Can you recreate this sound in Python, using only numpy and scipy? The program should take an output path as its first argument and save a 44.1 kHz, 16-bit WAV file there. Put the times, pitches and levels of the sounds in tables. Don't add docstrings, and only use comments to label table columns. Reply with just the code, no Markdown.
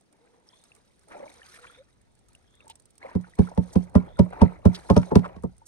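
import sys
import numpy as np
from scipy import signal
from scipy.fft import rfft, irfft, next_fast_len
from scipy.io import wavfile

SR = 44100
rng = np.random.default_rng(int(sys.argv[2]) if len(sys.argv) > 2 else 0)


def generate_wav(signal):
    frames = np.transpose(np.atleast_2d(signal))
    scaled = np.clip(frames, -1, 1) * 32767
    pcm = np.round(scaled).astype(np.int16)
    wavfile.write(sys.argv[1], SR, pcm)


N = 250047
TIME = np.arange(N) / SR

# t/s, boom level/dB, ring level/dB, thud level/dB, crack level/dB, upper-mode pitch/ratio
KNOCK_TABLE = [(3.1508, -11.5, -29, -22, -40, 1.07), (3.3882, -3.5, -16, -16.5, -27.5, 0.91),
               (3.5753, -6.5, -21.5, -18.5, -33.5, 0.96), (3.7564, -6, -17, -18, -29, 0.85),
               (3.9530, 0, -7.5, -14.5, -25.5, 1.065), (4.1910, -1.5, -10.5, -13, -22.5, 1.03),
               (4.416, 1, -4.5, -8, -23.5, 1.015), (4.6540, -0.5, -12.5, -13, -22, 1.07),
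               (4.9001, -3.5, -3, -10, -18.5, 0.94), (4.9648, -3, -6, -14.5, -16, 1.04),
               (5.1135, -23, -14.5, -14.5, -41, 0.95), (5.1548, 0, -7, -12.5, -15.5, 1.06),
               (5.361, -33, -38, -46, -45.5, 1.2), (5.4350, -21, -29, -23, -63, 1.02)]


def from_db(db):
    return 10 ** (np.asarray(db) / 20)


def rms_one(x):
    return x / np.sqrt(np.mean(x ** 2) + 1e-20)


def add(track, s, sound):
    at = max(round(s * SR), 0)
    room = track[..., at:at + sound.shape[-1]]
    room += sound[..., :room.shape[-1]]


def coloured(x, points):
    size = next_fast_len(N + 4096)
    hz, db = np.transpose(points)
    bins_hz = np.arange(size // 2 + 1) * SR / size
    gain = from_db(np.interp(np.log(bins_hz + 1), np.log(hz), db))
    return irfft(rfft(x, size) * gain, size)[..., :N]


def at_ports(x, lead):
    analytic = signal.hilbert(x, next_fast_len(N))[:N]
    left = np.real(analytic * np.exp(1j * lead))
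    return np.array([left, x])


def drift(hz):
    low_pass = signal.butter(2, hz, fs=SR, output="sos")
    slow = signal.sosfilt(low_pass, rng.standard_normal(N + SR // 2))
    return rms_one(slow[-N:])


def open_air(level_db=-68.5):
    # f/Hz, level/dB
    air_spectrum = [(20, -11), (80, -7.5), (200, -1), (500, -8), (1200, -21.5), (3000, -24), (7000, -28.5),
                    (12000, -50.5), (16000, -46)]
    return from_db(level_db) * rms_one(coloured(rng.standard_normal((2, N)), air_spectrum))


def whistles(start_hz=3180, end_hz=3780, blur_hz=150, flutter_db=4):
    # t/s, level/dB, length/s
    calls = [(0.474, -66.5, 0.19), (1.642, -60, 0.19), (2.427, -70, 0.25), (4.048, -63.5, 0.17)]
    out = np.zeros((2, N))
    low_pass = signal.butter(2, blur_hz, fs=SR, output="sos")
    blur = rms_one(signal.sosfilt(low_pass, rng.standard_normal((2, N))))
    for s, db, length in calls:
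        part = np.linspace(0, 1, int(length * SR))
        phase = 2 * np.pi * np.cumsum(start_hz + (end_hz - start_hz) * part) / SR
        add(out, s, from_db(db) * np.sin(np.pi * part) * np.sin(phase))
    return out * blur * from_db(flutter_db * drift(hz=44.7))


def handling():
    # t/s, rumble level/dB
    grip_levels = [(0, -83), (1.2, -70), (2.3, -65), (3.0, -68), (3.6, -56), (4.1, -49.5), (4.9, -54.5),
                   (5.45, -50), (5.67, -65.5)]
    # f/Hz, level/dB
    rumble_spectrum = [(20, -9), (60, 9), (130, 1.5), (220, -11.5), (450, -28.5), (1000, -60.5)]
    level = from_db(np.interp(TIME, *np.transpose(grip_levels)))
    return level * rms_one(coloured(rng.standard_normal((2, N)), rumble_spectrum))


def air_pockets(rest_hz=480, width_hz=20):
    # t/s, level/dB, length/s, rise in pitch/share
    pocket_events = [(0.15, -67.5, 0.34, 0.009), (1.52, -61, 0.24, 0.036), (1.76, -55.5, 0.08, 0.29)]
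    out = np.zeros(N, complex)
    for s, db, length, rise in pocket_events:
        part = np.linspace(0, 1, int(length * SR))
        phase = 2 * np.pi * np.cumsum(rest_hz * (1 + rise * part ** 2)) / SR
        add(out, s, from_db(db) * np.sin(np.pi * part) * np.exp(1j * phase))
    blurred = drift(hz=width_hz) * out.real + drift(hz=width_hz) * out.imag
    return at_ports(blurred, lead=0.47)


def drops(t60=0.027, drips_per_s=7, drip_db=-57, drip_spread_db=2.5):
    # t/s, level/dB before the cut below
    big_drops = [(0.1275, -54), (0.6389, -48), (0.7511, -49), (2.2857, -52), (2.3516, -49.5),
                 (2.6803, -44.5), (2.6995, -39.5), (2.7557, -45), (2.799, -49), (2.8564, -49),
                 (2.906, -51.5), (2.9803, -45.5), (3.212, -51.5), (3.354, -49), (5.4355, -49.5)]
    level, t = np.zeros(N), TIME[:SR // 20]
    chance = rng.random((int(drips_per_s * N / SR), 2))
    drips = [(when * N / SR, drip_db + drip_spread_db * (2 * size - 1)) for when, size in chance]
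    for s, db in list(big_drops) + drips:
        add(level, s - .0005, from_db(db - 7 - 60 * t / t60))
    # f/Hz, level/dB
    tick = [(500, -5.5), (2500, -10.5), (5500, -1.5), (7500, -1), (9000, 0.5), (12000, -20.0), (15500, -17)]
    return level * rms_one(coloured(rng.standard_normal((2, N)), tick))


def bubbles(splash_level, cycles=38, rise=0.15, blips_per_s=22, blip_db=8.5, blip_spread_db=5.5):
    # t/s, level/dB before the lift below, starting f/Hz
    big_bubbles = [(.489, -37, 5230), (.532, -49, 980), (.718, -40, 2590), (1.152, -33.5, 570),
                   (1.200, -31, 570), (1.226, -29, 540), (1.257, -37, 600), (1.279, -38.5, 2220),
                   (1.417, -36.5, 1740), (1.431, -41, 2920), (1.588, -40, 1350), (1.698, -40.5, 1340),
                   (2.350, -41, 2750), (2.605, -40, 2580), (2.668, -40.5, 870), (2.699, -35, 872),
                   (3.028, -31.5, 2110), (3.046, -28.5, 522), (3.065, -36, 2050), (3.244, -38, 1410),
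                   (3.336, -42.5, 1880), (3.473, -32.5, 1335), (4.169, -42, 1390), (4.752, -29, 4120),
                   (4.978, -20, 5670), (5.617, -42, 875)]
    low_hz, high_hz = 1100, 3180
    out, t = np.zeros(N), TIME[:SR // 8]
    when, size, pitch = rng.random((int(blips_per_s * N / SR), 3)).T
    splash_db = 20 * np.log10(splash_level[(when * N).astype(int)])
    blips_db = splash_db + blip_db + blip_spread_db * (2 * size - 1)
    blips = zip(when * N / SR, blips_db, low_hz * (high_hz / low_hz) ** pitch)
    for s, db, hz in [*big_bubbles, *blips]:
        life = t * hz / cycles
        swell = 1 - np.exp(-t * hz / 1.8)
        tone = np.sin(2 * np.pi * hz * t * (1 + rise * life / 2))
        add(out, s, from_db(db + 1.0 - 60 * life) * swell * tone)
    return at_ports(out, lead=1.82)


def slaps(grain_db=3.0, width=1.35):
    # t/s, level/dB, length/s, centre f/Hz
    wall_hits = [(1.100, -47.5, 0.055, 1340), (1.552, -51.5, 0.021, 1920), (1.628, -46.5, 0.034, 1260),
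                 (1.665, -50, 0.014, 2300), (1.742, -50.5, 0.014, 2000), (2.689, -50.5, 0.037, 3220),
                 (3.024, -45, 0.057, 750), (3.726, -50, 0.02, 6200), (4.321, -37, 0.021, 710),
                 (4.742, -41, 0.027, 3900), (5.028, -30.5, 0.0086, 1100), (5.237, -35, 0.034, 1120),
                 (5.653, -54.5, 0.04, 6860)]
    # start from the knock/s, level above its ring/dB, length/s, centre f/Hz
    knock_burst = (-0.01, -26, 0.021, 820)
    out, t = np.zeros(N), TIME[:SR // 5]
    offset, burst_db, burst_length, burst_hz = knock_burst
    at_knocks = [(s + offset, ring_db + burst_db, burst_length, burst_hz) for s, _, ring_db, *_ in KNOCK_TABLE]
    for s, db, length, hz in list(wall_hits) + at_knocks:
        grit = rng.standard_normal(len(t)) * from_db(grain_db * rng.exponential(1, len(t)))
        band = signal.butter(1, [hz / width, hz * width], "band", fs=SR, output="sos")
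        burst = rms_one(signal.sosfilt(band, signal.sosfilt(band, grit)))
        arch = np.sin(np.pi * np.minimum(t / length, 1))
        add(out, s, from_db(db) * burst * arch)
    return at_ports(out, lead=1.85)


def surge(s, hold, attack_s=0.049, t60=0.4):
    build = np.clip(1 + (TIME - s) / attack_s, 0, 1) ** 2
    return build * from_db(-60 * np.maximum(TIME - s - hold, 0) / t60)


def stirring(wake_delay_s=0.0016, wake_hold_s=0.12, wake_follows=1.09):
    # t/s, hold/s, gurgle level/dB, splash level/dB, spray level/dB
    waves = [(0.13, 0.24, -68, -78, -87), (0.47, 0.33, -69.5, -74, -73), (0.85, 0.3, -77, -79, -77.5),
             (1.11, 0.12, -48, -58.5, -68.5), (1.27, 0.14, -60, -63.5, -63.5),
             (1.46, 0.11, -63.5, -57, -58), (1.63, 0.12, -64.5, -60.5, -66), (2.28, 0.31, -77.5, -77, -78),
             (2.61, 0.085, -62, -71.5, -80), (3.03, 0.089, -50, -56, -72.5), (3.22, 0.1, -72, -67.5, -71.5),
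             (3.42, 0.05, -49, -59, -60), (3.63, 0.17, -57, -68, -64.5), (4.33, 0.13, -44, -53, -71.5),
             (4.74, 0.018, -55.5, -51, -55), (4.85, 0.22, -53, -63, -62), (5.245, 0.014, -42.5, -55.5, -78)]
    # gurgle level/dB, splash level/dB, spray level/dB
    full_wake = (-48, -60.5, -75)
    # gurgle level/dB, splash level/dB, spray level/dB
    trickle = (-76.5, -79.5, -80)
    wakes = []
    for s, boom_db, *_ in KNOCK_TABLE:
        wake_db = np.array(full_wake) + wake_follows * boom_db
        wakes.append((s + wake_delay_s, wake_hold_s, *wake_db))
    power = from_db(trickle)[:, None] ** 2
    for s, hold, *levels_db in list(waves) + wakes:
        power = power + np.outer(from_db(levels_db), surge(s, hold)) ** 2
    return np.sqrt(power)


def ring(clicks, hz, t60):
    r, w = from_db(-60 / (t60 * SR)), 2 * np.pi * hz / SR
    return signal.lfilter([0, np.sin(w)], [1, -2 * r * np.cos(w), r * r], clicks + 1e-18)


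def froth(spectrum, per_s, cycles, spread_db, hiss_db, clump_db, count=22):
    born = np.flatnonzero(rng.random(N) < per_s / SR)
    heights = from_db(spread_db * np.minimum(rng.exponential(1, N), 3.5))
    sizes = (heights * rng.choice([-1, 1], N))[born]
    dealt = rng.integers(0, count, N)[born]
    crowd = 0
    for k, hz in enumerate(np.geomspace(spectrum[1][0] * 0.79, spectrum[-2][0], count)):
        clicks = np.bincount(born, sizes * (dealt == k), N)
        crowd = crowd + hz * ring(clicks, hz, cycles / hz)
    both = at_ports(rms_one(coloured(crowd, spectrum)), lead=1.596)
    hiss = from_db(hiss_db) * rms_one(coloured(rng.standard_normal((2, N)), spectrum))
    clumps = from_db(clump_db * drift(hz=35))
    return rms_one((both + hiss) * clumps)


def water(gurgle_level, splash_level, spray_level):
    # f/Hz, level/dB
    gurgle_spectrum = [(100, -15), (300, -7.5), (550, -5.5), (950, -6), (1400, -26), (2500, -53.5)]
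    splash_spectrum = [(600, -34.5), (1200, 5), (2300, 2.5), (3200, -16.5), (4200, -11), (6000, -38.5)]
    spray_spectrum = [(1800, -13), (4000, 1), (4800, -3.5), (6300, -1), (7600, -11.5), (8800, -5.5),
                      (12000, -21), (15500, -38.5)]
    gurgle = froth(gurgle_spectrum, per_s=300, cycles=30, spread_db=3.5, hiss_db=-5, clump_db=1.5)
    splash = froth(splash_spectrum, per_s=600, cycles=48, spread_db=4.0, hiss_db=-3, clump_db=1.95)
    spray = froth(spray_spectrum, per_s=1200, cycles=90, spread_db=4.5, hiss_db=-1, clump_db=2.27)
    return gurgle_level * gurgle + splash_level * splash + spray_level * spray


def cracks(rise_s=.003, t60=0.024, tail_db=-24, tail_t60=0.15, grain_db=3.0, rough_db=2.5):
    # f/Hz, level/dB
    crack_spectrum = [(300, 17.5), (900, 5), (2000, 0.5), (4300, -3), (6000, -5.5), (7600, -16.5),
                      (8600, -13), (12000, -28.5), (15500, -26.5)]
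    level, t = np.zeros(N), TIME[:SR // 4]
    decay = from_db(-60 * t / t60) + from_db(tail_db - 60 * t / tail_t60)
    shape = (1 - np.exp(-(t / rise_s) ** 2)) * decay
    for s, _, _, _, crack_db, _ in KNOCK_TABLE:
        add(level, s - .002, from_db(crack_db + 6.5) * shape)
    grit = rng.standard_normal((2, N)) * from_db(grain_db * rng.exponential(1, N))
    return level * rms_one(coloured(grit, crack_spectrum) * from_db(rough_db * drift(hz=413)))


def thuds(travel_s=0.00078, t60=0.074, rise_cycles=0.35, count=9):
    # f/Hz, level/dB
    thud_spectrum = [(110, 1), (230, -5), (330, -3.5), (400, 5), (500, -5.5), (700, -7), (1000, -8.5),
                     (1500, -36), (2000, -24)]
    out, t = np.zeros(N), TIME[:SR // 4]
    points_hz, points_db = np.transpose(thud_spectrum)
    edges = np.geomspace(points_hz[0], points_hz[-1], count + 1)
    for low, high in zip(edges, edges[1:]):
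        hz, level = np.sqrt(low * high), np.zeros(N)
        age = np.maximum(t - travel_s * (300 / hz), 0)
        band_t60 = t60 * (600 / hz) ** .2
        shape = (1 - np.exp(-age * hz / rise_cycles)) * from_db(-60 * age / band_t60)
        band_db = np.interp(hz, points_hz, points_db) - 4.0
        for s, boom_db, ring_db, thud_db, _, _ in KNOCK_TABLE:
            soft_db = .5 * min(ring_db - boom_db, 0) * np.clip(np.log2(hz / 450), 0, 1)
            add(level, s, from_db(thud_db + soft_db + band_db) * shape)
        band = signal.butter(3, [low, high], "band", fs=SR, output="sos")
        noise = (level + 1e-12) * rng.standard_normal(N)
        out += signal.sosfilt(band, noise) * np.sqrt(SR / 2 / (high - low))
    return at_ports(out, lead=1.68)


def knocks(swell_cycles=0.42, travel_s=0.00089, vary_db=3.5, detune=.018, grip_db_per_s=30):
    # f/Hz, level/dB, t60/s, left over right/dB, left phase lead/rad
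    pan_modes = [(69.9, 2.5, 0.077, -10, 1.5), (94.1, -1.5, 0.098, -21.5, 0.9), (111.7, -11.5, 0.11, 6, 3),
                 (150, -10.5, 0.13, -26.5, 3.5), (179.6, -1.5, 0.19, -14, -1),
                 (211.7, -2.5, 0.083, -11.5, 5.5), (244.3, -14.5, 0.13, 6, 2), (316, -18.5, 0.053, 1.5, -5),
                 (417.5, -11.5, 0.088, -3, 1.63), (570, -13.5, 0.074, 3.5, -0.25),
                 (666, -24, 0.018, -12, 1.5), (736, -21, .06, -0.5, -1.5), (760, -23, .06, -5, 3),
                 (922, -13, 0.093, -0.5, 1.0), (1166, -26.5, 0.073, 4, 0.15), (1302, -40, 0.2, 8.5, 2),
                 (1580, -41, 0.1, 1.5, -4), (1824, -33, 0.078, -1.5, -2)]
    out, t = np.zeros((2, N)), TIME[:SR // 3]
    rest_hz, mode_db, t60, balance_db, lead = np.transpose(pan_modes)[:, :, None]
    age = np.maximum(t - travel_s * np.sqrt(183 / rest_hz), 0)
    side = (-1) ** np.arange(len(rest_hz))[:, None]
    swell = (1 - np.exp(-age * rest_hz / swell_cycles)) ** 2
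    shape = side * swell * from_db(mode_db - 60 * age / t60)
    upper = np.interp(np.log(rest_hz), np.log([390, 680]), [0, 1])
    chance = rng.standard_normal((len(KNOCK_TABLE), 3, len(rest_hz), 1))
    for (s, boom_db, ring_db, _, _, pitch), luck in zip(KNOCK_TABLE, chance):
        hz = rest_hz * (1 + upper * (pitch - 1 + detune * luck[0]))
        strength_db = boom_db + upper * (ring_db - boom_db)
        swing = shape * from_db(strength_db + vary_db * luck[1] * (1 + upper) / 2)
        swing = swing * from_db(-grip_db_per_s * age * np.abs(luck[2]))
        phase = 2 * np.pi * hz * age
        left = swing * from_db(balance_db) * np.sin(phase + lead)
        right = swing * np.sin(phase)
        add(out, s, np.array([left, right]).sum(axis=1))
    return out


def scene():
    gurgle, splash, spray = stirring()
    surroundings = open_air() + whistles()
    wet = air_pockets() + drops() + bubbles(splash) + slaps() + water(gurgle, splash, spray)
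    pan = handling() + cracks() + thuds() + knocks()
    return surroundings + wet + pan


def record(dry):
    brightness = [(7800, 0), (8050, 11), (11500, 9), (14500, 2)]  # f/Hz, level/dB
    both = np.array([dry[0], coloured(dry[1], brightness)])
    rounded = both / (1 + both ** 6) ** (1 / 6)
    top_cut = signal.cheby2(14, 70, 16800, fs=SR, output="sos")
    return signal.sosfilt(top_cut, rounded)


dry = scene()
out = record(dry)
generate_wav(out)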